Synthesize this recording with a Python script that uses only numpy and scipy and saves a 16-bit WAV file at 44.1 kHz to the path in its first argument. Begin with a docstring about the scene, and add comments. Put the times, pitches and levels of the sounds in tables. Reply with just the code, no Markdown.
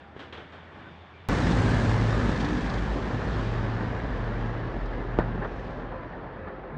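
"""Beside a truck race track. First comes a quiet moment: a murmur of far engines (coloured noise), an idling tone,
thin far tones, a few rough air puffs and a small pop. Then, abruptly and with a click, six-cylinder diesel racing
trucks are close by at full throttle and drive off: tones at their firing rates, and noise pumped by the exhaust blows.
Crackling spits, chuffs and a hiss of air come on top. Late on, one exhaust backfires (a pressure spike), the stands
throw the bang back (shaped noise) and it rolls on, low. Wavering whines from the leaving pack end the scene."""
import sys
import numpy as np
from scipy import signal
from scipy.fft import rfft, irfft, next_fast_len
from scipy.io import wavfile
from scipy.ndimage import uniform_filter1d, map_coordinates

SR = 44100
rng = np.random.default_rng(int(sys.argv[2]) if len(sys.argv) > 2 else 0)


def level_to_linear(level):
    """Convert decibel levels to linear amplitude factors, elementwise."""
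    exponent = np.asarray(level, float) / 20
    return 10 ** exponent


def int16_out(signal):
    """Quantize to a 16-bit WAV file."""
    q = np.round(np.clip(np.atleast_2d(signal).T, -1, 1) * 32767)
    wavfile.write(sys.argv[1], SR, q.astype(np.int16))


N = 298557
T = np.arange(N) / SR  # time of each sample [s]
SWITCH_S = 1.28758  # the near pack starts abruptly here
NEAREST_M = 30  # distance to the pack before it drives off

# murmur of the far track: (time [s], level [dB])
MURMUR = [(0, -50), (.2, -50.5), (.45, -47), (.68, -49), (.8, -46.5), (1.0, -49.5), (1.28, -50.5)]
# colour of that murmur: (frequency [Hz], relative level per Hz [dB])
MURMUR_COLOUR = [(18, -65), (30, -30), (55, -13.5), (85, -10), (109, -9), (170, -8.5), (320, -12),
                 (501, -14.5), (828, -14.5), (1370, -17.5), (1800, -17), (2050, -22.5), (2600, -30.5),
                 (3550, -36), (9000, -63), (11700, -87), (19800, -120)]
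# thin far hiss: (time [s], level [dB])
FAR_HISS = [(0, -64), (.15, -69), (.5, -60.5), (.8, -59.5), (1.0, -60.5), (1.28, -61)]
# an idling tone that swells and sinks: (time [s], frequency [Hz], level [dB])
IDLE = [(0, 77, -60), (.13, 77.4, -54), (.19, 78, -66), (.25, 80, -54), (.39, 78.4, -52), (.44, 80.6, -66),
        (.5, 84.3, -54), (.7, 84.7, -54), (.8, 86.6, -69), (.89, 86.2, -59), (.94, 85, -52),
        (1.03, 83, -52), (1.08, 82.3, -61), (1.16, 83, -53.5), (1.28, 88.6, -50)]
# rough air puffs: (start [s], level of the body [dB], hiss over body [dB], length [s])
PUFFS = [(0.164, -48, -9, 0.032), (0.191, -44, -6, 0.077), (0.324, -43, -5.5, 0.062),
         (0.371, -49.5, -9, 0.075), (0.521, -50, -6, 0.076)]
# thin far tones: (start [s], length [s], frequency [Hz], level before fluttering [dB])
SQUEAKS = [(0, .17, 800, -59), (1.14, .04, 2350, -62), (.01, .045, 1570, -58), (.446, .035, 1490, -53),
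           (.6, .06, 1490, -56), (.66, .025, 1900, -59), (.846, .045, 1510, -54), (.78, .15, 330, -56),
           (.88, .09, 172, -54), (1.13, .05, 1503, -61), (5.7, .18, 255, -44), (6.71, .16, 235, -40),
           (6.73, .1, 140, -39), (6.3, .2, 82, -45)]
# wavering tones of the far pack:
# (start [s], length [s], frequency [Hz], glide [Hz per s], level before fluttering [dB])
WHINES = [(5.84, .25, 1040, -230, -53), (6.12, .1, 930, -50, -53), (6.25, .11, 905, -40, -50),
          (5.87, .14, 520, -10, -46), (6.1, .1, 600, -40, -49), (6.22, .14, 530, 200, -50),
          (6.39, .22, 530, -50, -47), (6.65, .1, 515, -30, -49), (6.7, .1, 1040, 20, -55)]
# a far pop, then the backfire: (time [s], rough peak level [dB], size of the rebound before its dulling [ratio])
BANGS = [(.1645, -32, .08), (5.1883, -7.6, .3)]
# scattered returns of the backfire:
# (start [s], level of the dull part [dB], rise [s], length [s], bright part over dull [dB])
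ECHOES = [(5.1895, -27.5, .002, .03, -2), (5.413, -28, .02, .026, -1), (5.444, -31, .006, .016, -4),
          (5.91, -36.5, .02, .045, -6), (6.466, -34, .018, .028, -2)]
# colours of the dull and the bright part of the returns: (frequency [Hz], relative level per Hz [dB])
ECHO_DULL = [(100, -31), (220, -1), (600, 2.5), (900, -4), (1500, -24), (3000, -63.5)]
ECHO_BRIGHT = [(400, -26), (900, -0.5), (1200, 2.5), (1450, -0.5), (1750, 1.5), (2200, -17.5),
               (4000, -28.5), (7000, -62)]
# one loud engine, levels before wavering:
# (time [s], firing rate [Hz], level of that tone [dB], level of the throb at half that rate [dB])
TRUCK_A = [(1.29, 110.5, -44, -40), (1.45, 110.6, -43, -32), (1.56, 111.1, -31, -26),
           (1.63, 111.2, -25.5, -33), (1.85, 111.4, -26.5, -37), (2.06, 111, -26.5, -34),
           (2.26, 111.1, -31.5, -29), (2.33, 111.1, -46, -37), (2.55, 111.5, -36, -37),
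           (2.68, 111.6, -43, -37), (2.82, 111.2, -38, -36), (2.9, 111.6, -50, -27.5),
           (3.08, 112.2, -37.5, -39), (3.16, 112.4, -28, -39), (3.23, 112.2, -45, -35.5),
           (3.33, 111.4, -34, -30), (3.42, 111.7, -32, -39), (3.7, 112.1, -30, -45), (4.0, 112.8, -32, -36),
           (4.08, 113, -42, -34), (4.17, 113.2, -34, -42.5), (4.4, 113.8, -34, -44.5),
           (4.65, 114, -33.5, -48), (4.75, 114.7, -43.5, -42), (5.05, 117.2, -42, -43),
           (5.15, 117.5, -33.5, -45), (5.42, 117.5, -37, -48), (5.55, 117.1, -47.5, -42.5),
           (6.1, 114.1, -47.5, -54), (6.3, 114.5, -60, -55.5), (6.77, 115.9, -60, -51)]
# the other loud engine, which fires at twice its throb: (time [s], throb rate [Hz], throb level before wavering [dB])
TRUCK_B = [(1.29, 46.7, -27.5), (1.45, 46.16, -44), (1.7, 47.23, -29.5), (2.3, 47.53, -36),
           (2.55, 47.74, -33), (2.95, 48.55, -33.5), (3.15, 47.4, -45), (3.45, 46.03, -32.5),
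           (3.65, 43.45, -32.5), (4.0, 43.3, -43), (4.15, 43.35, -31.5), (4.3, 43.34, -34),
           (4.45, 42.7, -30), (4.6, 42.17, -40.5), (4.85, 42.4, -28.5), (5.05, 42.07, -32.5),
           (5.25, 43.28, -31.5), (5.6, 42.65, -40), (5.95, 42.46, -40.5), (6.25, 43.14, -52),
           (6.77, 44.9, -47)]
# trucks deeper in the pack: (firing rate at time 0 [Hz], drift [Hz per s])
OTHER_ENGINES = [(124.2, -1.5), (83, 1)]
# higher exhaust tones that swell out of the pack:
# (start [s], length [s], frequency [Hz], glide [Hz per s], level before wavering [dB])
DRONES = [(1.29, .4, 173.5, -0.5, -36), (1.73, 0.3, 180, -8, -35.5), (1.35, 0.1, 249, 5, -33.5),
          (2.44, 0.25, 300, -6, -37), (2.3, .35, 157, -4, -42), (2.68, .14, 190, -20, -36),
          (1.54, .26, 247, 6, -35), (2, 0.86, 251, -6.5, -40), (1.6, 0.44, 210, 2, -43)]
# roar of the pack: (time [s], level before the air dulls it [dB])
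ROAR_LEVEL = [(1.45, -30), (1.7, -31), (2.41, -33), (2.84, -35), (3.38, -35), (3.97, -36.5), (4.89, -38),
              (5.27, -38.5), (5.51, -39.5), (5.81, -40.5), (6.21, -42), (6.77, -43)]
# colours of the exhaust rumble and of the roar close by: (frequency [Hz], relative level per Hz [dB])
RUMBLE_COLOUR = [(15, -33), (25, 0.5), (49, -9.5), (70, -9), (95, -0.5), (112, -3.5), (135, 0), (180, -2),
                 (303, -5.5), (343, -13.5), (404, -12.5), (500, -21.5), (650, -47), (1100, -120)]
ROAR_COLOUR = [(210, -16.5), (350, -2), (460, -3), (600, -4), (880, -6), (1100, -7), (1440, -9.5),
               (1750, -6.5), (1900, -10.5), (2150, -15), (2600, -18.5), (3700, -21), (6980, -31),
               (9310, -41)]
# stray exhaust spits: (start [s], level [dB], time to fall by 60 dB [s])
SPITS = [(1.517, -31, 0.043), (1.779, -42, 0.04), (3.9458, -48, 0.034), (4.855, -50, 0.055)]
# the hiss of the pack swells for a moment: (start [s], length [s], level [dB])
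BRIGHTENS = [(3.2, 0.44, -54), (5.35, 0.54, -63.5)]
# moments when the leaky cylinder is clearest: (time [s], level before wavering [dB])
CHUFF_PEAKS = [(2.42, -36), (2.711, -39)]
# a short high hiss of air: (start [s], level [dB], rise [s], time to fall by 60 dB [s])
HIGH_HISS = (1.685, -49, .012, .13)


def unit(x):
    """Scales a sound to rms 1."""
    return x / np.sqrt(np.mean(x ** 2) + 1e-20)


def along(points, hz):
    """Reads a curve of (frequency [Hz], value) points on a log frequency axis."""
    f, value = np.transpose(points)
    return np.interp(np.log(hz + 1), np.log(f + 1), value)


def curves(rows):
    """Gives one value per sample for each column after the time."""
    s, *columns = np.transpose(rows)
    return [np.interp(T, s, column) for column in columns]


def wobble(rate):
    """A smooth random curve with rate random points a second."""
    return map_coordinates(rng.standard_normal(int(N * rate / SR) + 4), [T * rate])


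def noise():
    """Plain white noise."""
    return rng.standard_normal(N)


def filtered(x, response):
    """Multiplies the spectrum of x by a response that depends on frequency."""
    m = next_fast_len(N + 8192)
    return irfft(rfft(x, m) * response(np.fft.rfftfreq(m, 1 / SR)), m)[:N]


def mottled(x, depth_db, window, across_hz, across_time):
    """Gives patches of time and frequency smooth random gains."""
    z = signal.stft(x, nperseg=window)[2]
    field = uniform_filter1d(rng.standard_normal(z.shape), across_hz, axis=0)
    field = uniform_filter1d(field, across_time, axis=1)
    return signal.istft(z * level_to_linear(depth_db * unit(field)), nperseg=window)[1][:N]


def rush(colour, patchy_db, source):
    """Rushing air: the source with patchy gains, coloured, at rms 1."""
    patchy = mottled(source, patchy_db, 512, 6, 8)
    return unit(filtered(patchy, lambda hz: level_to_linear(along(colour, hz))))


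def streaked(x, depth_db):
    """Narrow, short-lived resonances wander through the sound, at rms 1."""
    return unit(mottled(x, depth_db, 2048, 2, 5))


def burst(s, rise, t60):
    """Envelope that rises at s and decays; one second on, the decay stops and the level stays."""
    t = np.clip(T - s, 0, 1)
    return (1 - np.exp(-t / max(rise, 1e-4))) * level_to_linear(-60 * t / max(t60, .005))


def held(s, rise, length):
    """Envelope that rises in a straight line, holds, then fades."""
    return np.clip((T - s) / rise, 0, 1) * np.exp(-np.abs((T - s) / length) ** 1.4)


def swell(s, length):
    """A half-sine envelope."""
    return np.sin(np.pi * np.clip((T - s) / length, 0, 1))


def tone(hz, db, unsteady):
    """A sine of given rms level whose phase drifts at random."""
    phase = 2 * np.pi * np.cumsum(hz) / SR + unsteady * wobble(12) + rng.uniform(0, 2 * np.pi)
    return np.sqrt(2) * level_to_linear(db) * np.sin(phase)


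def gliding(s, hz, glide, length):
    """A frequency that glides in a straight line for the length of a tone."""
    return hz + glide * np.clip(T - s, 0, length)


def far_murmur():
    """Far engines and a thin hiss blur into coloured noise with a fluttering level."""
    patchy_db = 1.2
    murmur_db = curves(MURMUR)[0] + .7 * wobble(9)
    murmur = level_to_linear(murmur_db) * rush(MURMUR_COLOUR, patchy_db, noise())
    hiss_colour = [(1500, -29.5), (2300, 4), (2500, -3), (3600, -2), (3850, -11), (7500, -35), (9400, -60)]
    hiss_db = curves(FAR_HISS)[0] + 1.4 * wobble(14.2)
    return murmur + level_to_linear(hiss_db) * rush(hiss_colour, patchy_db, noise())


def idling_tone():
    """One far engine idles: a low sine that follows its pitch and level curves."""
    return tone(*curves(IDLE), 0.26)


def air_puffs():
    """Rough air starts hard, holds, then fades: gritty noise split into a body and a hiss."""
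    grit_db, patchy_db = .8, .6
    gritty = level_to_linear(grit_db * wobble(280)) * noise()
    body_colour = [(120, -23), (250, 9), (450, 5.5), (900, 1.5), (1700, -0.5), (2300, -15), (3000, -32), (4500, -68)]
    hiss_colour = [(900, -21), (1800, 0), (3300, 8.5), (4500, -6.5), (8000, -26.0), (9500, -39)]
    body = rush(body_colour, patchy_db, gritty)
    hiss = rush(hiss_colour, patchy_db, gritty)
    return sum(level_to_linear(db) * held(s, 0.0022, length) * (body + level_to_linear(hiss_db) * hiss)
               for s, db, hiss_db, length in PUFFS)


def far_tones():
    """Thin unsteady tones from far off, and the whine of the leaving pack, as sines that waver and flutter."""
    waver, flutter_db = 1.6, 3.5
    rows = [(s, length, hz, 0, db) for s, length, hz, db in SQUEAKS] + WHINES
    total = 0
    for s, length, hz, glide, db in rows:
        sine = tone(gliding(s, hz, glide, length), db + flutter_db * wobble(25), waver)
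        total = total + sine * swell(s, length) ** .5
    return total


def blast(s, back):
    """A pressure spike between a brief dip and a longer suction, a weak later dip and a slow rebound, dulled by distance."""
    hump = lambda start, length: swell(s + start, length)
    u = np.clip((T - s) / .00041, 0, 9)
    push = 2.5 * u * np.exp(-u ** 2)
    suction = .85 * hump(.0005, .0021) ** .9 + .25 * hump(-.0012, .0012) + .3 * hump(.0058, .0012)
    rebound = back * hump(0.0014, 0.012) ** 0.4
    return filtered(push - suction + rebound, lambda hz: 1 / (1 + (hz / 6800) ** 6))


def bangs():
    """The far pop and the backfire, each one sharp pressure wave."""
    return sum(level_to_linear(db) * blast(s, back) for s, db, back in BANGS)


def returns_from_stands():
    """The stands scatter the backfire back: bursts of dull and bright noise."""
    dull, bright = (rush(colour, 0.63, noise()) for colour in (ECHO_DULL, ECHO_BRIGHT))
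    return sum(level_to_linear(db) * held(s, rise, length) * (dull + level_to_linear(bright_db) * bright)
               for s, db, rise, length, bright_db in ECHOES)


def rolling_bang():
    """The backfire rolls on, low, over the open ground: slowly fading low noise."""
    roll_db, t60_s = -32.5, 1.4
    colour = [(20, -120), (110, -23), (160, 6.5), (230, 0.0), (380, -25.5), (1500, -120)]
    return level_to_linear(roll_db) * burst(BANGS[1][0], 0.006, t60_s) * rush(colour, 2.0, noise())


def distance(t):
    """Metres to the pack: it stays at its nearest, then drives off and gathers speed."""
    leaves_s, speed_m_per_s, gains_m_per_s2 = 1.69, 31.1, 4
    gone = np.clip(t - leaves_s, 0, None)
    return NEAREST_M + speed_m_per_s * gone + gains_m_per_s2 * gone ** 2 / 2


def air(x):
    """Air takes away more treble the farther the pack is."""
    hz, t, z = signal.stft(x, SR, nperseg=512)
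    loss_db_per_m = 0.015 * ((hz / 1000) ** 1.23 - 1.2)
    loss_db = np.outer(loss_db_per_m, distance(t) - NEAREST_M)
    return signal.istft(z * level_to_linear(-loss_db), SR, nperseg=512)[1][:N]


def engine_tones():
    """Each loud engine sounds at its firing rate, at half of it (the throb) and at twice; the notes waver."""
    waver_db, drift = 1.1, .3
    throb_b_hz, throb_b_db = curves(TRUCK_B)
    # the firing tone of the second engine only fades (4 dB per s) and wavers
    fire_b_db = -37 - 4 * (T - SWITCH_S) + 3 * wobble(6.7)
    total = 0
    for hz, full_db, throb_db in (curves(TRUCK_A), (2 * throb_b_hz, fire_b_db, throb_b_db)):
        total = total + tone(hz, full_db + waver_db * wobble(12), drift)
        total = total + tone(hz / 2, throb_db + waver_db * wobble(10), drift)
        total = total + tone(hz * 2, full_db - 19, 0.9)
    return total


def drones():
    """Higher exhaust tones swell out of the pack as gliding sines."""
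    total = 0
    for s, length, hz, glide, db in DRONES:
        sine = tone(gliding(s, hz, glide, length), db + 1.2 * wobble(9), 0.87)
        total = total + sine * swell(s, length) ** .5
    return total


def firing(hz, sharp):
    """Exhaust blows: a sudden rise and a decay each firing, uneven in size, every other one weaker."""
    turns = np.cumsum(hz) / SR + 0.07 * wobble(30)
    size = level_to_linear(1.8 * rng.standard_normal(int(turns.max()) + 2))
    size[::2] *= .6
    return size[np.abs(turns).astype(int)] * np.exp(-sharp * (turns % 1))


def pumped(pumping, steady, blow_share):
    """Exhaust turbulence that swells with each firing, plus the bare blows themselves."""
    turbulence = unit((steady + unit(pumping - pumping.mean())) * noise())
    rises = np.clip(np.diff(pumping, prepend=9), 0, None)
    blows = -unit(rises)
    return turbulence + blow_share * (blows - blows.mean())


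def exhaust_noise():
    """The firings of the pack pump noise, coloured into a low rumble and a roar that the air dulls."""
    pumping = firing(curves(TRUCK_A)[0], sharp=1.3) + firing(2 * curves(TRUCK_B)[0], sharp=1.3)
    for hz, drift in OTHER_ENGINES:
        pumping = pumping + firing(hz + drift * T, sharp=1.44)
    patchy_db, streak_db = 0.71, 1.5
    roar_db = curves(ROAR_LEVEL)[0] + 0.087 * wobble(7)  # the level wavers very slightly at random
    # the rumble is 4.2 dB over the roar when nearest, and thins by 0.036 dB per m
    rumble_db = roar_db + 4.2 - 0.036 * (distance(T) - NEAREST_M)
    rumble = rush(RUMBLE_COLOUR, patchy_db, pumped(pumping, 8, .5))
    roar = rush(ROAR_COLOUR, patchy_db, pumped(pumping, 9.3, .28))
    return level_to_linear(rumble_db) * streaked(rumble, streak_db / 2) + air(level_to_linear(roar_db) * streaked(roar, streak_db))


def chuff_shape():
    """Envelope of one leaky cylinder of the second truck: a chuff on every second throb."""
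    chuff_s, fade_db_per_s = 2.4015, 80.5  # one chuff starts here; fade to either side of the peaks
    turns = np.cumsum(curves(TRUCK_B)[0] / 2) / SR
    phase = (turns - turns[round(chuff_s * SR)]) % 1
    leak = sum(level_to_linear(db - fade_db_per_s * np.abs(T - s)) for s, db in CHUFF_PEAKS)
    return leak * level_to_linear(.9 * wobble(14)) * (1 - np.exp(-16 * phase)) * np.exp(-3.5 * phase)


def crackling_puffs():
    """Stray spits, swells of hiss and the chuffs all shape one bright, crackling noise."""
    shape = sum(level_to_linear(db) * burst(s, 0.0027, t60) for s, db, t60 in SPITS)
    shape = shape + sum(level_to_linear(db) * swell(s, length) for s, length, db in BRIGHTENS)
    shape = shape + chuff_shape()
    colour = [(800, -34), (1800, -4.0), (3500, 3.0), (6000, -8.0), (9000, -25.5)]
    return shape * rush(colour, 0.55, level_to_linear(2.1 * wobble(450)) * noise())


def high_hiss():
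    """A short burst of air: high coloured noise that fades."""
    s, db, rise, t60 = HIGH_HISS
    colour = [(4000, -60), (6500, -20), (7800, 4.0), (9500, -9.0)]
    return level_to_linear(db) * burst(s, rise, t60) * rush(colour, .6, noise())


def band(x):
    """Takes away the deepest bass and everything above the top frequency."""
    top_hz, bass_hz = 9480, 36
    return filtered(x, lambda hz: np.clip((top_hz - hz) / 150, 0, 1) / (1 + (bass_hz / (hz + 1)) ** 8))


def switch_click(near):
    """The hard switch clicks: the near sound starts in a pressure trough and settles."""
    trough, settles_s = -.11, .0012
    return (trough - near[round(SWITCH_S * SR)]) * np.exp(-np.abs(T - SWITCH_S) / settles_s)


def scene():
    """The quiet moment, then abruptly the near pack; far tones and bangs run through both."""
    quiet = far_murmur() + idling_tone() + air_puffs()
    both = far_tones() + bangs() + returns_from_stands() + rolling_bang()
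    pack = engine_tones() + drones() + exhaust_noise() + crackling_puffs() + high_hiss()
    near = band(pack + both)
    near = near + switch_click(near)
    return np.where(T < SWITCH_S, band(quiet + both), near)[None]


def top_cut(x):
    """Nothing passes above the cut-off."""
    return signal.sosfilt(signal.butter(12, 16500, fs=SR, output="sos"), x)


def record(dry):
    """Passes the finished mix through the last step."""
    return top_cut(dry)


dry = scene()
out = record(dry)
int16_out(out)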